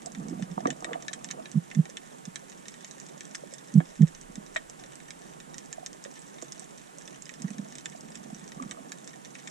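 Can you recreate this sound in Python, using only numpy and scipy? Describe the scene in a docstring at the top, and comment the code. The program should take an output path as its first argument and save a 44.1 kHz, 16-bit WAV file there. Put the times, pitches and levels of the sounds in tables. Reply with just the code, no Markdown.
"""A camera in a sealed housing rests by a rocky sea floor. From the start, shrimp snap near and far and
ring the housing, over sea hiss and round pops. In the first 1.5 s, soft taps sound on the shell and light
knocks and rubs reach it through the diver's gear. Heavy double knocks land near 1.6, 1.8, 3.8 and 4 s;
the deep sway of the water then peaks. From 7.4 s the gear knocks and rubs again.
Two microphones inside hear the same shell, the left one weaker and shifted in phase."""
import sys
import numpy as np
from scipy import signal
from scipy.fft import rfft, irfft
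from scipy.io import wavfile

SR = 44100
rng = np.random.default_rng(int(sys.argv[2]) if len(sys.argv) > 2 else 0)


def pcm_store(signal):
    """Save signal as 16-bit PCM."""
    levels = np.round(np.clip(np.atleast_2d(signal), -1, 1) * 32767)
    wavfile.write(sys.argv[1], SR, levels.astype(np.int16).T)


N = 418950
BIN_HZ = np.maximum(np.arange(N // 2 + 1) * SR / N, 1)

# Near shrimp snaps. Each row: start in seconds, wall ring in dB, bright ring in dB.
NEAR_SNAPS = [(0.06, -52, -24.5), (0.12, -61, -38), (0.149, -36.5, -35.5), (0.2845, -54, -35),
              (0.4242, -37.5, -30.5), (0.657, -34, -47), (0.6711, -31.5, -27.5), (0.704, -29.5, -19.5),
              (0.8063, -67, -36), (0.8247, -58, -39), (0.845, -29.5, -26.5), (0.9318, -25.5, -35),
              (1.024, -42, -32.5), (1.082, -29, -24), (1.1313, -36, -26), (1.135, -33, -25),
              (1.2445, -40, -23), (1.288, -41, -35), (1.305, -30, -37), (1.3114, -33.5, -22.5),
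              (1.457, -36.5, -35), (1.516, -57, -29.5), (1.7135, -33, -39), (1.7488, -42, -29),
              (1.8548, -38.5, -36), (1.8988, -53, -33.5), (1.97, -31.5, -26.5), (2.254, -44, -31),
              (2.358, -30.5, -24.5), (2.683, -41.5, -26.5), (2.7408, -42, -36), (2.846, -40, -27.5),
              (2.911, -47, -36), (3.0002, -54, -30.5), (3.0656, -58, -33.5), (3.2076, -39, -27),
              (3.253, -55, -33), (3.3482, -28.5, -31), (3.353, -56, -21), (3.5379, -47.5, -30),
              (3.74, -67, -30.5), (3.803, -30, -64), (4.02, -39.5, -33.5), (4.0786, -69, -36),
              (4.1493, -47, -33), (4.213, -56, -31), (4.356, -46, -31), (4.5497, -54, -37),
              (4.561, -19, -56), (4.5656, -31, -26.5), (4.573, -28, -41), (4.6981, -51, -30),
              (4.8377, -44.5, -39), (4.9338, -48, -45), (4.9555, -58, -35), (5.0022, -44, -45),
              (5.106, -37, -26), (5.4018, -43, -34), (5.5432, -45, -32), (5.582, -45.5, -26.5),
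              (5.6593, -66, -37), (5.728, -39.5, -23), (5.862, -38.5, -21), (5.9306, -51, -33),
              (6.04, -57, -27.5), (6.05, -37, -41), (6.114, -66, -38.5), (6.219, -68, -39),
              (6.4236, -48.5, -26), (6.522, -47, -24), (6.5956, -56, -29.5), (6.7815, -53, -35),
              (6.985, -66, -33), (7.0211, -56, -36.5), (7.077, -41, -31), (7.222, -63, -28),
              (7.256, -53, -34), (7.2928, -34.5, -34), (7.3392, -48, -33.5), (7.4206, -46.5, -28),
              (7.505, -50, -36), (7.583, -42, -33), (7.686, -66, -38), (7.724, -46, -34.5),
              (7.754, -46, -30), (7.784, -45, -29), (7.8575, -29.5, -24.5), (7.8994, -66, -36.5),
              (8.0084, -61, -31.5), (8.155, -45, -31), (8.3466, -50, -33.5), (8.478, -54, -31.5),
              (8.5195, -40, -33.5), (8.624, -41, -34), (8.711, -31.5, -25), (8.9196, -33.5, -27),
              (9.0445, -62, -35), (9.0755, -45, -32.5), (9.249, -47, -33.5), (9.353, -38, -39.5),
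              (9.4739, -31.5, -33), (9.478, -56, -30.5)]
# Housing modes, three sets. Each row: frequency in Hz, gain in dB, T60 in seconds.
LOW_MODES = [(274, 4.5, 0.12), (349, 4, 0.11), (481, 9, 0.058), (635, 15, 0.026), (730, 12, 0.058),
             (910, 7, 0.032), (1184, 13, 0.022)]
WALL_MODES = [(1420, 1, 0.0031), (1813, -2.5, 0.033), (2153, -6, 0.02), (2503, -1.5, 0.0068),
              (3106, -12.5, 0.029), (3658, -3.5, 0.013)]
BRIGHT_MODES = [(4620, -22, 0.0074), (5370, -6, 0.007), (6360, -0.5, 0.0044), (7700, 1.5, 0.0058),
                (8280, -10, 0.0039), (12500, -25, 0.00055), (6700, 1, 0.0011)]   # last row: the dry crack itself
# Heavy knocks. Each row: time in seconds, level in dB, pitch in Hz, rebound delay in seconds,
# rebound level in dB.
HEAVY_KNOCKS = [(1.5624, -12, 179.6, 0.014, -10.5), (1.776, -12.5, 171.7, 0.0198, -7),
                (3.761, -4.5, 175.7, 0.02043, -3), (4.0139, -4.5, 171.7, 0.0197, -3)]
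# Light knocks. Each row: peak time in seconds, level in dB, pitch in Hz, swell in seconds.
LIGHT_KNOCKS = [(0.2583, -31, 223, 0.0015), (0.3147, -26, 249, 0.0017), (0.3312, -26, 295, 0.0028),
                (0.4298, -19, 179, 0.0027), (0.5192, -29, 172, 0.009), (0.58, -25, 190, 0.0034),
                (2.2827, -25.5, 182, 0.0026), (4.303, -34, 204, 0.0015), (4.385, -27, 203, 0.003),
                (7.4507, -19, 180, 0.0043), (7.5126, -29.5, 207, 0.0079), (7.5982, -21.5, 199, 0.0035),
                (8.3338, -28, 203, 0.003), (8.575, -31, 182, 0.0029), (8.665, -31.5, 192, 0.0023),
                (8.62, -33, 258, 0.01)]
# Round pops. Each row: peak time in seconds, level in dB, pitch in Hz, swell in seconds.
POPS = [(0.0714, -30.5, 695, 0.0036), (0.3975, -30, 650, 0.0014), (0.6066, -28, 710, 0.0018),
        (0.9178, -31.5, 473, 0.0037), (0.959, -20.5, 678, 0.0017), (1.3958, -33, 654, 0.0056),
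        (3.4385, -31.5, 568, 0.0015), (3.5292, -37, 565, 0.0015), (4.5663, -24.5, 640, .0029),
        (5.7839, -29.5, 674, 0.002), (5.8321, -31.5, 720, 0.0014), (6.0603, -31.5, 559, 0.0015),
        (6.625, -40, 730, 0.0034), (7.9521, -35, 685, 0.0024), (8.306, -38.5, 710, 0.0024),
        (8.6012, -29, 1160, 0.0015), (8.7907, -39, 671, 0.0036)]
# Taps on the shell. Each row: start in seconds, level in dB, centre in Hz, fall-off in dB per octave.
TAPS = [(0.578, -31.5, 910, 8), (0.655, -32.5, 516, -6), (0.678, -28, 487, 28), (0.823, -42.5, 810, 7),
        (3.802, -41.5, 600, -1), (6.424, -45, 412, 2)]
# Gear rubs. Each row: start of hold in seconds, hold in seconds, rumble in dB, creak in dB.
RUBS = [(0.046, 0.011, -49.5, -45.5), (0.214, 0.21, -34.5, -47), (0.668, 0.0092, -33, -38.5),
        (0.888, 0.043, -52, -34), (1.117, 0.29, -49.5, -52), (1.392, 0.02, -69, -44.5),
        (7.42, 0.24, -43.5, -53), (7.885, 0.51, -47.5, -59), (8.601, 0.018, -45, -46.5),
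        (8.705, 0.19, -48, -50)]
# Sea hiss spectrum. Each row: frequency in Hz, relative level in dB.
HISS_SPECTRUM = [(90, -94), (133, 5.5), (172, 1.5), (883, -6), (1800, -16), (2300, -19), (3660, -22),
                 (4700, -26.5), (7610, -15.5), (10700, -26.5), (13600, -38.5), (15500, -42)]
# Hiss common to both microphones. Each row: frequency in Hz, share of power from 0 to 1.
HISS_COHERENCE = [(200, 0.11), (470, 0.88), (900, 0.97), (2000, 0.57), (5000, 0.2), (8000, 0.27),
                  (11000, 0)]
# Deep sway of the water. Each row: time in seconds, level in dB.
SWAY_LEVELS = [(0.5, -67), (1.2, -74), (3.6, -81), (4.15, -57), (4.598, -66.5), (6.5, -80), (8.5, -74),
               (8.65, -62), (8.9, -83)]
# Left microphone against right. Each row: frequency in Hz, gain in dB.
LEFT_GAIN = [(150, -4), (700, -6.5), (1200, -1.5), (3000, -1), (3600, -5), (4800, 0), (6300, -7),
             (7800, -13), (10500, -1)]
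# Left phase lead; slow flexing reaches the two in opposition. Each row: frequency in Hz, lead in radians.
LEFT_LEAD = [(0, 3.1), (1400, 2.6), (1800, 1.2), (2500, 1.9), (3050, .7), (3900, .3), (5000, .9), (5600, 0),
             (6100, .8), (7300, -1.5), (8300, 0)]

SNAP_BAND_HZ, SNAP_DETUNE = (960, 9200), 0.04
FAR_PER_S, FAR_SPREAD_DB, FAR_WALL_DB, FAR_BRIGHT_DB, FAR_ECHO_DB = 70, 5.0, -66, -54, 3
ECHO_DB, ECHO_T60_S, ECHOES_PER_S, ECHO_PATH_S = -12.5, 0.053, 2600, 0.04
TOUCH_BEFORE_S, TOUCH_REL_DB, TOUCH_HZ, TOUCH_SWELL_S = 0.01347, -16, 203, 0.0027
BLOW_SWELL_S, REBOUND_SWELL_S, REBOUND_PITCH_RATIO = 0.0038, 0.0063, 0.94
FAINT_POPS_PER_S, FAINT_POP_DB, FAINT_POP_HZ, FAINT_POP_SWELL_S = 9, -43, 640, 0.0025
RUB_ATTACK_DB_PER_S, RUB_RELEASE_DB_PER_S, SLIPS_PER_S = 194, 170, 400
TAP_TOP_HZ, HISS_DB, GEAR_LEFT_DB = 1800, -46.5, -2.5
BASS_CUT_HZ, TREBLE_CUT_HZ = 142, 15700


def snaps(at, wall_db, bright_db, scatter_db):
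    """A snap's shock rings the housing; its direction decides how hard each mode is hit."""
    wall_scatter, bright_scatter = np.hsplit(scatter_db * rng.standard_normal((len(at), 13)), [6])
    octaves = np.log2(np.array(WALL_MODES)[:, 0] / 1800)
    tilt_db = 0.39 * np.clip(bright_db - wall_db, -25, 15)[:, None] * octaves   # dull snaps spare the top
    wall = ring_modes(WALL_MODES, at, wall_db[:, None] + tilt_db + wall_scatter, 4.04, SNAP_DETUNE)
    bright = ring_modes(BRIGHT_MODES, at, bright_db[:, None] + bright_scatter, 3.0, SNAP_DETUNE)
    return band(wall + bright, *SNAP_BAND_HZ)


def near_snaps():
    """Near shrimp, heard one by one."""
    start_s, wall_db, bright_db = np.transpose(NEAR_SNAPS)
    return snaps((start_s * SR).astype(int), wall_db, bright_db, scatter_db=1.8)


def far_snaps():
    """Distant shrimp crackle in waves: mostly faint, a few stand out."""
    at = np.flatnonzero(rng.random(N) < FAR_PER_S * amp(3.0 * drift(3)) / SR)
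    size_db = FAR_SPREAD_DB * np.minimum(rng.exponential(1, len(at)), 2.4)
    colour_db = 3.5 * rng.standard_normal(len(at))
    return snaps(at, FAR_WALL_DB + size_db + colour_db, FAR_BRIGHT_DB + size_db, scatter_db=3.0)


def rock_echoes(x):
    """Rocks scatter fast-dying returns; new paths for each microphone and each short stretch."""
    t = np.arange(int(0.1 * SR)) / SR
    step = round(ECHO_PATH_S * SR)
    out = np.zeros((2, N + step + len(t)))
    decay = amp(ECHO_DB - 60 * t / ECHO_T60_S) * (t > 0.0025)
    for i in range(0, N, step):
        returns = rng.choice([-1, 1], (2, len(t))) * (rng.random((2, len(t))) < ECHOES_PER_S / SR)
        echo = signal.fftconvolve(x[:, i:i + step], returns * decay, axes=1)
        out[:, i:i + echo.shape[1]] += echo
    return out[:, :N]


def heavy_knock_parts():
    """A light touch, the blow, then a longer, lower rebound."""
    for time_s, db, hz, delay_s, rebound_db in HEAVY_KNOCKS:
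        yield time_s - TOUCH_BEFORE_S, db + TOUCH_REL_DB, TOUCH_HZ, TOUCH_SWELL_S
        yield time_s, db, hz, BLOW_SWELL_S
        yield time_s + delay_s, rebound_db, hz * REBOUND_PITCH_RATIO, REBOUND_SWELL_S


def knocks():
    """Knocks through the gear: low tone bursts with a rough edge."""
    body = tone_bursts([*LIGHT_KNOCKS, *heavy_knock_parts()], ring_db=-20.5)
    rough = band(np.abs(body) * rng.standard_normal(N), 200, 500)
    return body + amp(-14) * rough


def pops():
    """Round pops, perhaps bubbles by the shell; faint ones fall at random between them."""
    count = round(FAINT_POPS_PER_S * N / SR)
    when, softness, pitch = rng.random((3, count))
    hz = FAINT_POP_HZ * 2 ** (0.5 * (pitch - 0.5))
    faint = zip(when * N / SR, FAINT_POP_DB - 8 * softness, hz, np.full(count, FAINT_POP_SWELL_S))
    return tone_bursts([*POPS, *faint], ring_db=-13.0)


def taps():
    """A soft tap rings the low modes; the contact grinds on in two weaker hits."""
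    start_s, db, centre_hz, db_per_octave = np.transpose(TAPS)
    delay_s = np.cumsum(rng.uniform(0.001, 0.006, (len(start_s), 3)), axis=1) * (np.arange(3) > 0)
    octaves = np.log2(np.array(LOW_MODES)[:, 0] / centre_hz[:, None])
    mode_db = db[:, None] - db_per_octave[:, None] * np.abs(octaves)
    hit_db = mode_db[:, None] - 1800 * delay_s[:, :, None]   # axes: tap, hit, mode
    at = ((start_s[:, None] + delay_s) * SR).astype(int).ravel()
    ring = ring_modes(LOW_MODES, at, hit_db.reshape(-1, len(LOW_MODES)), stereo_db=2.2)
    return low_pass(ring, TAP_TOP_HZ)


def rub_envelope(column):
    """Each rub rises, holds and falls away; column picks rumble or creak."""
    t = np.arange(N) / SR
    gain = np.zeros(N)
    for row in RUBS:
        start_s, hold_s = row[:2]
        attack_db = RUB_ATTACK_DB_PER_S * np.maximum(start_s - t, 0)
        release_db = RUB_RELEASE_DB_PER_S * np.maximum(t - start_s - hold_s, 0)
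        gain += amp(row[column] - attack_db - release_db)
    return gain


def rub_rumble():
    """Rubbing gear shakes the whole housing in lumps."""
    noise = band(band(rng.standard_normal(N), 140, 247), 133, 318)
    lumps = noise * amp(2.2 * drift(11))
    return rub_envelope(column=2) * unit_rms(lumps)


def rub_creak():
    """Uneven slips of a rub ring the low modes."""
    slips = np.flatnonzero(rng.random(N) < SLIPS_PER_S / SR)
    slip_db = 7.1 * rng.standard_normal((len(slips), len(LOW_MODES)))
    ring = ring_modes(LOW_MODES, slips, slip_db, stereo_db=2.5)
    return rub_envelope(column=3) * unit_rms(ring)


def sea_hiss():
    """Steady sea noise, partly shared by the microphones; the lows waver."""
    shared, left, right = rfft(rng.standard_normal((3, N))) * amp(per_bin(HISS_SPECTRUM))
    coherence = np.clip(per_bin(HISS_COHERENCE), 0, 1)
    spectra = np.sqrt(coherence) * shared + np.sqrt(1 - coherence) * np.array([left, right])
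    hiss = unit_rms(irfft(spectra, N))
    waver = amp(1.5 * drift(15))
    return amp(HISS_DB) * (hiss + (waver - 1) * band(hiss, 100, 1600))


def water_sway():
    """Water pushes slowly on the housing, below the other sounds."""
    side, shared = low_pass(rng.standard_normal((2, N)), 35)
    push = np.array([0.55 * shared + 0.25 * side, shared])
    level_db = np.interp(np.arange(N) / SR, *np.transpose(SWAY_LEVELS))
    return amp(level_db) * unit_rms(band(push, 21, 150))


def ring_modes(modes, at, hit_db, stereo_db, detune=0.0):
    """Clicks at samples `at` ring damped modes; hit_db has a row per click, a column per mode."""
    out = np.zeros((2, N))
    pan_db = stereo_db * rng.standard_normal(hit_db.shape)
    spots = 4 if detune else 1   # where a blow lands shifts the modes a little
    spot_of_hit = rng.integers(0, spots, len(at))
    for k, (hz, mode_db, t60_s) in enumerate(modes):
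        radius = amp(-60 / (t60_s * SR))
        for spot, shift in enumerate(rng.permutation(np.linspace(-detune, detune, spots))):
            here = spot_of_hit == spot
            clicks = np.full((2, N), 1e-18)
            for side, sign in enumerate((1, -1)):
                gain = amp(hit_db[here, k] + mode_db + sign * pan_db[here, k])
                np.add.at(clicks[side], at[here], gain * (-1) ** k)
            w = 2 * np.pi * hz * (1 + shift) / SR
            out += signal.lfilter([0, np.sin(w)], [1, -2 * radius * np.cos(w), radius ** 2], clicks)
    return out


def tone_bursts(rows, ring_db):
    """Per row, a few cycles that swell and fade, with a faint after-ring."""
    before, after = 2600, 5200   # samples around the peak
    t = np.arange(-before, after) / SR
    out = np.zeros(N + len(t))
    for peak_s, db, hz, swell_s in rows:
        swell = np.exp(-0.5 * (t / (swell_s * np.where(t < 0, 1.0, 1.2))) ** 2)
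        ring = amp(ring_db) * np.exp(-np.abs(t) / np.where(t < 0, 0.008, 0.022))
        out[round(peak_s * SR):][:len(t)] += amp(db) * (swell + ring) * np.cos(2 * np.pi * hz * t)
    return out[before:before + N]


def through_shell(x, lead_rad, left_db=0.0):
    """The shell gives the left microphone another gain and phase than the right."""
    response = amp(per_bin(LEFT_GAIN) + left_db) * np.exp(1j * lead_rad)
    return np.array([irfft(rfft(x[0]) * response, N), x[1]])


def drift(rate_hz):
    """Slow random wander, rms near 1."""
    hop = 40
    pole = np.exp(-2 * np.pi * rate_hz * hop / SR)
    slow = signal.lfilter([1], [1, -2 * pole, pole ** 2], rng.standard_normal(N // hop + 2002))[2000:]
    return np.interp(np.arange(N) / hop, np.arange(len(slow)), unit_rms(slow))


def per_bin(table):
    """A (Hz, value) table at every FFT bin, on a log axis."""
    hz, values = np.transpose(table)
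    return np.interp(np.log(BIN_HZ), np.log(hz), values)


def band(x, low_hz, high_hz):
    return signal.sosfilt(signal.butter(2, [low_hz, high_hz], "band", fs=SR, output="sos"), x)


def low_pass(x, top_hz):
    return signal.sosfilt(signal.butter(2, top_hz, fs=SR, output="sos"), x)


def amp(db):
    return 10 ** (np.asarray(db) / 20)


def unit_rms(x):
    return x / np.sqrt(np.mean(x ** 2) + 1e-20)


def scene():
    """Water-borne sound flexes the shell; gear lows move it whole, the microphones nearly in step."""
    lead_rad = np.interp(BIN_HZ, *np.transpose(LEFT_LEAD))
    near, far = near_snaps(), far_snaps()
    echoes = rock_echoes(near + amp(FAR_ECHO_DB) * far)   # distant snaps arrive more blurred
    water = through_shell(near + far + echoes + sea_hiss(), lead_rad)
    thuds = np.roll(knocks(), -round(0.004 * SR))   # 4 ms early: the bass cut delays them
    contact = thuds + rub_rumble() + pops() + taps() + rub_creak()
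    flexing = np.clip((BIN_HZ - 350) / 250, 0, 1)
    rigid = 1 - flexing
    gear = through_shell(contact, flexing * lead_rad - 0.2 * rigid, GEAR_LEFT_DB * rigid)
    bass_cut = signal.butter(6, BASS_CUT_HZ, "high", fs=SR, output="sos")   # steep recorder low cut
    return signal.sosfilt(bass_cut, water + gear) + water_sway()


def record(dry):
    """Steep treble cut."""
    return signal.sosfilt(signal.cheby2(12, 70, TREBLE_CUT_HZ, fs=SR, output="sos"), dry)


dry = scene()
out = record(dry)
pcm_store(out)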